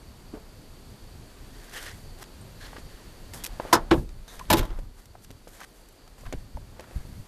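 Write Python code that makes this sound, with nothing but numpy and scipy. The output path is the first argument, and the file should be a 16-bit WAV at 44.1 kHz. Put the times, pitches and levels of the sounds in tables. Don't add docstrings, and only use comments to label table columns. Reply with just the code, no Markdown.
import sys
import numpy as np
from scipy import signal
from scipy.fft import rfft, irfft
from scipy.io import wavfile
from scipy.ndimage import uniform_filter1d

SR = 44100
rng = np.random.default_rng(int(sys.argv[2]) if len(sys.argv) > 2 else 0)


def boost(x):
    u = np.asarray(x, float) / 20
    return 10 ** u


def generate_wav(signal):
    frames = np.transpose(np.atleast_2d(signal))
    scaled = np.clip(frames, -1, 1) * 32767
    pcm = np.round(scaled).astype(np.int16)
    wavfile.write(sys.argv[1], SR, pcm)


N = 320882
TIME = np.arange(N) / SR

# f/Hz, level/dB, t60/s
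LATCH_MODES = [(337, 4.5, 0.121), (505, -14, .08), (680.5, 5.5, 0.15), (937, -4, 0.11), (988, 10.5, 0.069),
               (1190, -12, 0.078), (1267.6, -5.5, 0.12), (1336, -16, 0.057), (1460, -3, 0.099),
               (1556, -6, 0.1), (1765, 1.5, 0.08), (3380, -7.5, 0.052), (5140, -8, 0.069),
               (8660, -13, 0.032)]
EDGE_MODES = [(95.3, -13, 0.26), (222.4, -17.5, 0.27), (337.8, 8, 0.11), (367.2, -12, 0.22),
              (333, -10, 0.36), (416, -13, 0.29), (491, -9.5, 0.15), (676, -37, 0.094), (870, -10, 0.11),
              (1080, -7.5, .08), (1298, -3.5, 0.041), (1650, -6.5, 0.077), (1900, -35, .05),
              (2380, -31, 0.075)]
SEAT_MODES = [(100.4, -6.5, 0.345), (250, -14, 0.13), (289.4, -8.5, 0.097), (337, -13, 0.182),
              (624, -0.5, 0.082), (862, -5, 0.14), (1002, 4.5, 0.06), (1430, -9.5, 0.082),
              (1724, -9, 0.077), (1879, -14, 0.07), (3270, -8, 0.066), (3840, -7, 0.066)]
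# f/Hz, spectral level/dB per Hz
CRACK_SPECTRA = [
    [(100, -21), (300, -15), (900, -9), (1500, -12), (2400, -23.5), (5500, -18.5), (8000, -24),
     (13800, -24.5), (15500, -39)],
    [(100, -6), (250, -5), (500, -6), (1100, -7.5), (1700, -18.5), (3400, -18), (6000, -31), (13000, -45),
     (15500, -60.5)],
    [(100, -8.5), (300, -8), (700, -11.5), (1500, -17), (3700, -16), (8600, -24), (12500, -19),
     (14300, -16.5), (15500, -31)],
]
# t/s, ring level/dB, crack level/dB, contact time/s, crack t60/s
LATCH_BLOWS = [
    (3.7272, -17, -11.5, 0.0027, 0.088),
    (3.7515, -25, -26, 0.00086, 0.027),
]
EDGE_BLOWS = [
    (3.9084, -27.5, -23.5, 0.00306, 0.028),
    (3.9124, -13.5, -15, 0.00042, 0.07),
    (3.934, -28.5, -34, .002, 0.03),
    (3.974, -34, -49, 0.005, 0.065),
    (4.523, -31, -41, .003, .03),
    (4.538, -24.5, -38, 0.004, .03),
    (4.701, -49, -44, 0.0036, 0.04),
]
SEAT_BLOWS = [(4.5003, -26.5, -23.5, 0.00089, 0.024), (4.5027, -17, -16, 0.001, 0.04),
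              (4.512, -28, -20, .002, .03), (4.527, -24.5, -15.5, 0.0028, 0.035),
              (4.533, -28, -18, 0.0013, 0.034), (4.555, -34, -40, .003, .05),
              (4.568, -38, -29, 0.003, 0.07), (4.579, -41, -31.5, 0.0019, 0.074),
              (4.591, -41, -27, 0.0014, 0.029), (4.607, -47, -45.5, .003, 0.04),
              (4.628, -38.5, -44, 0.0016, 0.05), (4.65, -48, -45, .002, 0.055)]
DAMPING_SLOPES = (0.39, 0.43, 0.35)
BLOOMS = (.6, .1, .3)
OCTAVE_EDGES = (60, 250, 500, 1000, 2000, 4000, 8000, 16000)
# t/s, f/Hz, level/dB, t60/s
HINGE_SWAY = [
    (4.7, 24, -28, 0.71),
    (7.1, 45, -44, 0.42),
    (3.9, 38, -32, 0.73),
]
# t/s, gain level/dB
LIMITER_GAIN = [(0, 0), (3.744, 0), (3.748, -3), (3.88, -3), (3.9, 0.5), (3.944, 0), (3.95, -3), (4.3, -2),
                (4.4, 0), (7.28, -1)]

# t/s, peak level/dB, f/Hz, t60/s
KNUCKLE_RAPS = [
    (0.327, -38, 301, 0.018),
    (0.336, -27, 278, 0.032),
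    (0.344, -35, 440, 0.1),
    (0.369, -39, 410, 0.023),
    (2.758, -38, 487, 0.034),
    (2.782, -31, 332, 0.011),
    (5.151, -35, 734, 0.015),
    (5.471, -33.5, 500, 0.016),
    (6.335, -28, 306, 0.011),
    (6.908, -41.5, 394, 0.034),
]
# t/s, peak level/dB, f/Hz, t60/s
FINGER_THUDS = [(2.7305, -40, 900, 0.015), (2.764, -36.5, 1190, 0.022), (3.597, -22, 530, 0.014),
                (3.649, -30, 410, 0.021), (4.395, -39.5, 870, 0.033), (4.786, -37.5, 328, 0.026),
                (5.303, -39, 303, 0.028), (5.611, -38.5, 960, 0.025), (6.074, -48.5, 726, 0.021),
                (6.232, -46, 608, 0.022), (6.261, -40, 705, 0.018), (6.263, -44, 1700, 0.018),
                (6.324, -30.5, 304, 0.035), (6.253, -45, 1300, .02), (6.268, -42, 800, .014),
                (6.333, -40, 1500, .02), (6.793, -38.5, 440, 0.04), (6.839, -44, 900, 0.012),
                (7.049, -46, 322, 0.0286)]
# t/s, peak level/dB, f/Hz, t60/s
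FINGER_PATS = [
    (.3415, -33, 624, 0.028),
    (4.4105, -23.5, 1030, 0.031),
    (6.5705, -23, 886, 0.017),
    (6.574, -28.5, 600, 0.023),
]
# t/s, peak level/dB, treble level/dB re peak
DRY_TICKS = [(1.6444, -48, 3), (1.6944, -42, -1), (1.913, -41, -11), (2.783, -41, -9), (4.0896, -43, -20),
             (4.278, -47, -6), (4.3923, -34, -5), (4.7888, -43, -5), (5.055, -46.5, 2.5),
             (5.246, -43, -18.5), (5.476, -41.5, -12.5), (5.532, -50.5, -14), (5.8857, -55, 12.5),
             (5.9244, -55, 6), (5.9564, -54, -13), (6.076, -44, -7), (6.2072, -43, -7), (6.263, -43, -10),
             (6.3255, -28.5, -8)]
# t/s, peak level/dB, treble level/dB re peak
NAIL_CATCHES = [(2.1864, -48, 7), (2.1964, -46, 0.5), (2.2293, -38, -8.5), (2.2384, -33, -12),
                (3.335, -29, -6), (3.343, -32, -7), (3.437, -27, 3), (3.4412, -22, 4), (3.448, -21, 1),
                (3.4595, -26, 0), (3.4632, -23.5, 2.5), (3.4725, -36.5, 2.5), (5.3046, -36, -7.5),
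                (5.3114, -41, 2.5), (5.602, -41, 2), (5.6093, -44, -10), (5.6325, -40, -6),
                (5.6454, -40, -17), (6.796, -36, -12.5), (6.806, -35, -6)]
# t/s, f/Hz, level/dB, t60/s
METAL_TINK = (2.4115, 8700, -47, .05)
# t/s, peak level/dB, f/Hz (negative for a pull)
FIBRE_SNAPS = [(4.279, -40, 4200), (4.394, -31, -6000), (4.4545, -40, 3200), (4.613, -30.5, 1500),
               (4.6282, -26, 1100), (4.645, -39, 1500), (4.6525, -36, 1690), (4.706, -37, 1500),
               (4.748, -44, 1201), (4.76, -42, 1210), (5.5858, -42, 1300), (5.5975, -37, 900),
               (5.6038, -35, 1500), (5.606, -31, 1980), (5.6098, -39, 1800), (5.6152, -42, 1510),
               (5.6178, -32, 1700), (5.634, -29.5, 2000), (5.641, -39.5, 2500), (5.643, -36, 2200),
               (5.6476, -37, 3200), (6.7965, -29, 2000), (6.8065, -40, 1800), (6.841, -40, 1900),
               (6.911, -37, 2000), (6.3257, -24, -2000), (.3435, -38, 1500), (.353, -42, 2000),
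               (3.5995, -30, 1300), (3.6515, -36, 1500), (6.572, -38, 1800), (6.799, -38, 1400),
               (6.802, -40, 2500), (6.81, -41, 2500), (5.304, -42, 1200), (5.473, -42, 1200),
               (2.7313, -30.5, -800), (2.765, -33, -1500), (2.782, -33, -500), (3.4425, -22, 3000),
               (3.4489, -23, 2800), (3.4644, -23, 3500), (4.788, -39, 1200), (1.915, -32, -1500)]
# t/s, signed amplitude, width/s
CASE_BUMPS = [(4.599, -0.11, 0.0027), (6.27, -.03, .003), (6.279, -.02, 0.0027), (6.288, -.025, .002),
              (6.344, 0.046, 0.003), (6.3497, -0.053, 0.0014), (6.356, -0.034, 0.0027),
              (6.379, 0.051, 0.0056), (6.541, -0.014, .004), (6.554, -0.042, 0.0043), (6.563, 0.03, .004),
              (7.052, -.02, 0.0017), (7.098, -0.022, 0.0015), (7.201, -0.033, 0.0039),
              (4.382, -0.014, .006), (6.963, -0.09, 0.0025), (6.970, 0.065, 0.0026), (6.98, -0.053, 0.0026),
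              (7.004, -0.021, 0.0092), (2.949, -0.013, 0.0046)]

# peak t/s, rise/s per 20 dB, fall/s per 20 dB, level/dB, treble level/dB re level
CLOTH_STROKES = [(1.62, .25, 0.4, -50.5, -5), (1.735, .01, 0.1373, -41.5, -3), (1.768, .06, 0.1, -37, -10),
                 (1.825, .1, 0.0978, -43.5, -1), (1.864, .012, 0.08, -37.5, -10),
                 (1.885, .05, 0.02, -41.5, -12.5), (1.915, .1, -0.03, -44, -16.5),
                 (2.612, .015, 0.1756, -47, -8), (2.665, .1, 0.0931, -46, -12), (2.8, .28, 0.04, -51.5, -5),
                 (2.92, .1, 0.33, -52, -8), (5.248, 0.03, -0.07, -60, 15.5), (5.477, -0.02, 0.14, -57, 3),
                 (5.607, 0, -0.0647, -42.5, 1), (5.648, 0.1, -0.1, -42, -8), (5.82, 1, 0.1, -67, 6),
                 (6.335, -0.22, 0.1, -55, -4)]
GRASS_BRUSHES = [(1.98, .1, 0.14, -64, 8), (2.23, .045, 0, -42.5, -1), (3.337, .004, 0.08, -45.5, 6),
                 (3.38, .1, 0.4, -59, -1), (3.43, .08, 0.25, -49.5, -18), (4.09, 0, 0.08, -60.5, -7),
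                 (4.28, -0.1, 0.3, -52.5, 1), (4.33, -0.02, 0.24, -52, -0.5),
                 (4.495, 0.04, -0.02, -50.5, -8.5), (4.64, 0.02, .12, -55, -8),
                 (4.545, -0.0167, 0.0624, -34.5, -7.5), (5.0, 0.09, 0.1, -59, 2.5),
                 (5.55, 0.06, 0.09, -55.5, 5), (6.18, -0.4, 0.3, -59.5, 3), (6.26, -0.2, 0.23, -55, -7),
                 (6.97, 0.2, 0.4, -57.5, -1.5), (7.2, 0.7, 1.07, -65.5, 3)]
PALM_SLIDES = [
    (3.603, .005, 0.32, -50.5, -5),
    (3.66, .1, 0.32, -50, -7.5),
    (4.61, 0.13, 0.21, -50.5, -15),
    (4.8, 0.5, 0.1, -63, -3),
    (6.795, 0.14, 0.33, -59.5, -8),
]
# f/Hz, bandwidth/Hz, level/dB
CLOTH_RESONANCES = [
    (1750, 600, -2),
    (3100, 800, -8),
]
# peak t/s, rise/s per 20 dB, fall/s per 20 dB, level/dB, f/Hz
CLOTH_SQUEAKS = [(1.634, .02, 0, -53, 1700), (1.695, .03, 0, -53, 1610), (1.77, .06, .06, -45, 1840),
                 (1.785, .06, 0.05, -47, 3070), (1.808, .01, .05, -47, 1680),
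                 (1.865, .015, 0.07, -46, 1920), (1.872, .03, .04, -48, 3970), (1.93, .03, .05, -54, 1950),
                 (2.613, .01, 0.1, -52, 1650), (2.645, .05, 0, -54, 1650), (2.665, .1, 0, -51, 4240),
                 (3.42, .1, .05, -56, 3300), (4.285, .01, .12, -51, 3730), (4.283, .01, .1, -55, 6220)]

# t/s, tremor level/dB
GRIP_TREMOR = [(0, -47.5), (.75, -47.5), (2, -48), (3.45, -45.5), (3.9, -48), (4.28, -53.5), (4.9, -56),
               (6.08, -57), (6.3, -46), (6.85, -52.5), (7.28, -51.5)]
# peak t/s, rise/s per 20 dB, fall/s per 20 dB, deep level/dB, upper level/dB re deep
ARM_JOLTS = [(1.01, .3, 1, -50, -18), (2.11, .15, 0.11, -45.5, -8), (3.54, .15, 0.1, -34.5, -9.5),
             (3.75, .03, 0.16, -46, 11), (3.81, .09, 0.09, -30, -12), (3.93, 0.02, 0.2, -41.5, 12),
             (3.99, 0.1048, 0.2, -24, -19), (4.23, .25, 0.03, -36, -15), (4.52, 0.08, 0.28, -27, -8),
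             (4.62, 0.16, 0.1384, -31, 2.5), (4.85, 0.51, 0.15, -37, -6.5), (5.1, -0.5, 0.2759, -51, -9),
             (5.35, 1, 0.6, -53, -4.5), (5.75, 0.1, 0.3, -49, -14), (6.24, 0.18, 0.25, -39, -9),
             (6.36, 0.06, .5, -40.5, -7), (6.57, 0.07, 0.25, -37.5, 0), (6.97, 0.1, 0.1, -35, -7),
             (7.07, 0.08, 0.2, -45.5, 4), (7.2, 0.3, 0.08, -43, -1.5)]
# f/Hz, spectral level/dB per Hz
RUMBLE_SKIRT = [(35, -14.5), (60, -1), (100, -1.5), (170, -9.5), (260, -14.5), (500, -44.5)]
# f/Hz, spectral level/dB per Hz
YARD_SPECTRUM = [(88, -36), (150, -4.5), (217, -3), (296, -4), (388, -5), (1170, -14), (2360, -19),
                 (2650, -19.5), (3620, -19.5), (4560, -18.5), (5130, -23), (7130, -23), (13500, -26.5),
                 (14300, -24), (15500, -81.5)]
# f/Hz, bandwidth/Hz, level/dB
INSECT_BAND = (4575, 406, -70)
# t/s, quick level/dB, slow level/dB
GAIN_DUCKS = [
    (3.76, -7, -2),
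    (3.92, -5, -1.5),
    (4.5, -11, -5.5),
]
# t/s, amplitude
INPUT_CEILING = [(0, .5), (3.85, .5), (3.88, .31), (4.3, .31), (4.4, .27), (7.28, .27)]


def curve(rows):
    t, *columns = np.transpose(rows)
    return [np.interp(TIME, t, column) for column in columns]


def unit(x):
    return x / np.sqrt(np.mean(x ** 2))


def colour(points):
    hz, db = np.transpose(points)
    f = np.arange(N // 2 + 1) * SR / N + 1
    weight = boost(np.interp(np.log(f), np.log(hz), db))
    return unit(irfft(rfft(rng.standard_normal(N)) * weight, N))


def bandpass(lo_hz, hi_hz):
    return signal.butter(2, [lo_hz, hi_hz], "bandpass", fs=SR, output="sos")


def band(x, lo_hz, hi_hz):
    return unit(signal.sosfilt(bandpass(lo_hz, hi_hz), x))


def walk(rate_hz):
    k = int(SR / rate_hz)
    return unit(uniform_filter1d(uniform_filter1d(rng.standard_normal(N), k), k))


def fade(t60, rise):
    t60 = max(t60, .002)
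    t = np.arange(int(SR * t60 * 1.1)) / SR
    return (1 - np.exp(-t / rise)) * boost(-60 * t / t60)


def ring(hz, t60, rise=0.0003):
    env = fade(t60, rise)
    return env * np.sin(2 * np.pi * hz * np.arange(len(env)) / SR)


def add(out, s, x):
    i = int(s * SR)
    out[i:i + len(x)] += x[:N - i]


def swell(rise, fall, db):
    rise, fall = max(rise, 1e-6), max(fall, 1e-6)
    t = np.arange(-int(2.5 * rise * SR), int(2.5 * fall * SR)) / SR
    return t, boost(db + 20 * np.minimum(t / rise, -t / fall))


def swells(rows, extra_db):
    plain, tinted = np.zeros(N), np.zeros(N)
    for s, rise, fall, db, tint_db in rows:
        t, envelope = swell(max(rise, .002), max(fall, .002), db)
        power = envelope ** 2
        add(plain, s + t[0], power)
        add(tinted, s + t[0], power * boost(2 * tint_db))
    return np.array([plain, tinted, plain * boost(2 * extra_db)])


def door():
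    out, wobble = np.zeros(N), walk(80)
    cracks = [colour(spectrum) for spectrum in CRACK_SPECTRA]
    octaves = [(np.sqrt(lo * hi), bandpass(lo, hi)) for lo, hi in zip(OCTAVE_EDGES, OCTAVE_EDGES[1:])]
    parts = zip((LATCH_BLOWS, EDGE_BLOWS, SEAT_BLOWS), (LATCH_MODES, EDGE_MODES, SEAT_MODES),
                cracks, DAMPING_SLOPES, BLOOMS)
    for blows, modes, crack, slope, bloom in parts:
        for s, ring_db, crack_db, contact, t60 in blows:
            start = int(s * SR)
            for m, (hz, db, decay) in enumerate(modes):
                mode = ring(hz, decay, contact * (hz / 1000) ** -bloom)
                waver = 2.5 * wobble[start + m * SR // 20:][:len(mode)]
                add(out, s, boost(ring_db + db + waver) * mode * (-1) ** m)
            for m, (hz, octave) in enumerate(octaves):
                env = fade(t60 * (hz / 5000) ** -slope, contact)
                excerpt = np.roll(crack, 9000 * m - start)[:len(env)]
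                noise = signal.sosfilt(octave, excerpt)
                add(out, s, boost(crack_db) * env / env.max() * noise)
    for s, hz, db, t60 in HINGE_SWAY:
        add(out, s, boost(db) * ring(hz, t60, 0.027))
    return out * boost(curve(LIMITER_GAIN)[0])


def knocks():
    out, dull = np.zeros(N), rng.standard_normal(N)
    lag_s = 0.001449
    for rows, noisy in ((KNUCKLE_RAPS, 0.32), (FINGER_THUDS, 0.75)):
        for s, db, hz, t60 in rows:
            i, env = int(s * SR), fade(1.98 * t60, 0.00028)
            skirt = band(dull[i:i + len(env)], .6 * hz, 1.9 * hz)
            add(out, s + lag_s, boost(db) * ring(hz, t60, 0.00014))
            add(out, s + lag_s, boost(db + 1.5) * noisy * env * skirt)
    return out


def pats():
    out = np.zeros(N)
    for s, db, hz, t60 in FINGER_PATS:
        add(out, s, boost(db) * ring(hz, t60, rise=0.0022))
    return out


def ticks():
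    out, grit = np.zeros(N), rng.standard_normal(N)
    mid, treble = band(grit, 1400, 6500), band(grit[::-1], 5500, 15000)
    lag_s = 0.00075
    for rows, t60 in ((DRY_TICKS, 0.024), (NAIL_CATCHES, 0.013)):
        env = fade(t60, 0.0005)
        for s, db, treble_db in rows:
            i = int(s * SR)
            burst = (mid + boost(treble_db) * treble)[i:i + len(env)]
            add(out, s + lag_s, boost(db - 4.5) * env * burst)
    s, hz, db, t60 = METAL_TINK
    add(out, s, boost(db) * ring(hz, t60))
    return out


def snaps():
    out = np.zeros(N)
    for s, db, hz in FIBRE_SNAPS:
        add(out, s, boost(db + 2) * ring(hz, 3.5 / abs(hz), .00003))
        add(out, s, boost(db) * 0.43 * ring(3.24 * hz, 0.0018, .00003))
    return out


def bumps():
    out = np.zeros(N)
    for s, size, width in CASE_BUMPS:
        out += size * np.exp(-((TIME - s) / width) ** 2)
    return out


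def rustle():
    grains = rng.standard_normal((3, N)) * boost(1.6 * walk(600) + 1.4 * walk(44.7))
    broad = band(grains[0], 1000, 5800)
    resonant = sum(boost(db) * band(grains[2], hz - w / 2, hz + w / 2) for hz, w, db in CLOTH_RESONANCES)
    mid = unit(resonant + 0.84 * broad)
    treble, low = band(grains[1], 5000, 13500), band(grains[1], 300, 1200)
    power = swells(CLOTH_STROKES, -6.5) + swells(GRASS_BRUSHES, 2) + swells(PALM_SLIDES, 9)
    return boost(-3) * (np.sqrt(power) * [mid, treble, low]).sum(axis=0)


def squeaks():
    out, noise = np.zeros(N), rng.standard_normal(N)
    half_width = .06
    for s, rise, fall, db, hz in CLOTH_SQUEAKS:
        t, envelope = swell(rise, fall, db)
        tone = band(noise[int(s * SR):][:len(t)], hz * (1 - half_width), hz * (1 + half_width))
        add(out, s + t[0], envelope * tone)
    return out


def rumble():
    upper_re_deep_db = np.array([[0], [-2]])
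    steady = boost(curve(GRIP_TREMOR)[0] + upper_re_deep_db)
    env = np.sqrt(steady ** 2 + swells(ARM_JOLTS, 0)[:2])
    deep = band(band(rng.standard_normal(N), 21.0, 45.0), 14.6, 52) * boost(1.6 * walk(8.3))
    upper = colour(RUMBLE_SKIRT) * boost(3.2 * walk(11.3))
    return boost(-2) * (env[0] * deep + boost(-1.34) * env[1] * upper)


def gain_db():
    rest_db, creep_db_per_s = 3, 0.61
    duck_s, quick_s, slow_s = 0.037, 0.18, 3.4
    db = rest_db + creep_db_per_s * np.minimum(TIME, GAIN_DUCKS[0][0])
    for s, quick_db, slow_db in GAIN_DUCKS:
        t = np.maximum(TIME - s, 0)
        recovery = quick_db * np.exp(-t / quick_s) + slow_db * np.exp(-t / slow_s)
        db += (1 - np.exp(-t / duck_s)) * recovery
    return db


def yard():
    hz, width, db = INSECT_BAND
    insects = boost(db + 1.7 * walk(26)) * band(rng.standard_normal(N), hz - width / 2, hz + width / 2)
    air = boost(-56.5 + 0.27 * walk(2.7)) * colour(YARD_SPECTRUM)
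    return boost(gain_db()) * (air + insects)


def scene():
    fingers = knocks() + pats() + ticks() + snaps() + bumps()
    return (door() + fingers + rustle() + squeaks() + rumble() + yard())[None]


def roll_off(x):
    return signal.sosfilt(signal.butter(12, 15770, fs=SR, output="sos"), x)


def record(dry):
    ceiling = curve(INPUT_CEILING)[0]
    saturated = np.clip(dry, -ceiling, ceiling)
    low_pass = signal.ellip(8, .2, 27, 13950, fs=SR, output="sos")
    mix = signal.sosfilt(low_pass, saturated)
    return roll_off(mix)


dry = scene()
out = record(dry)
generate_wav(out)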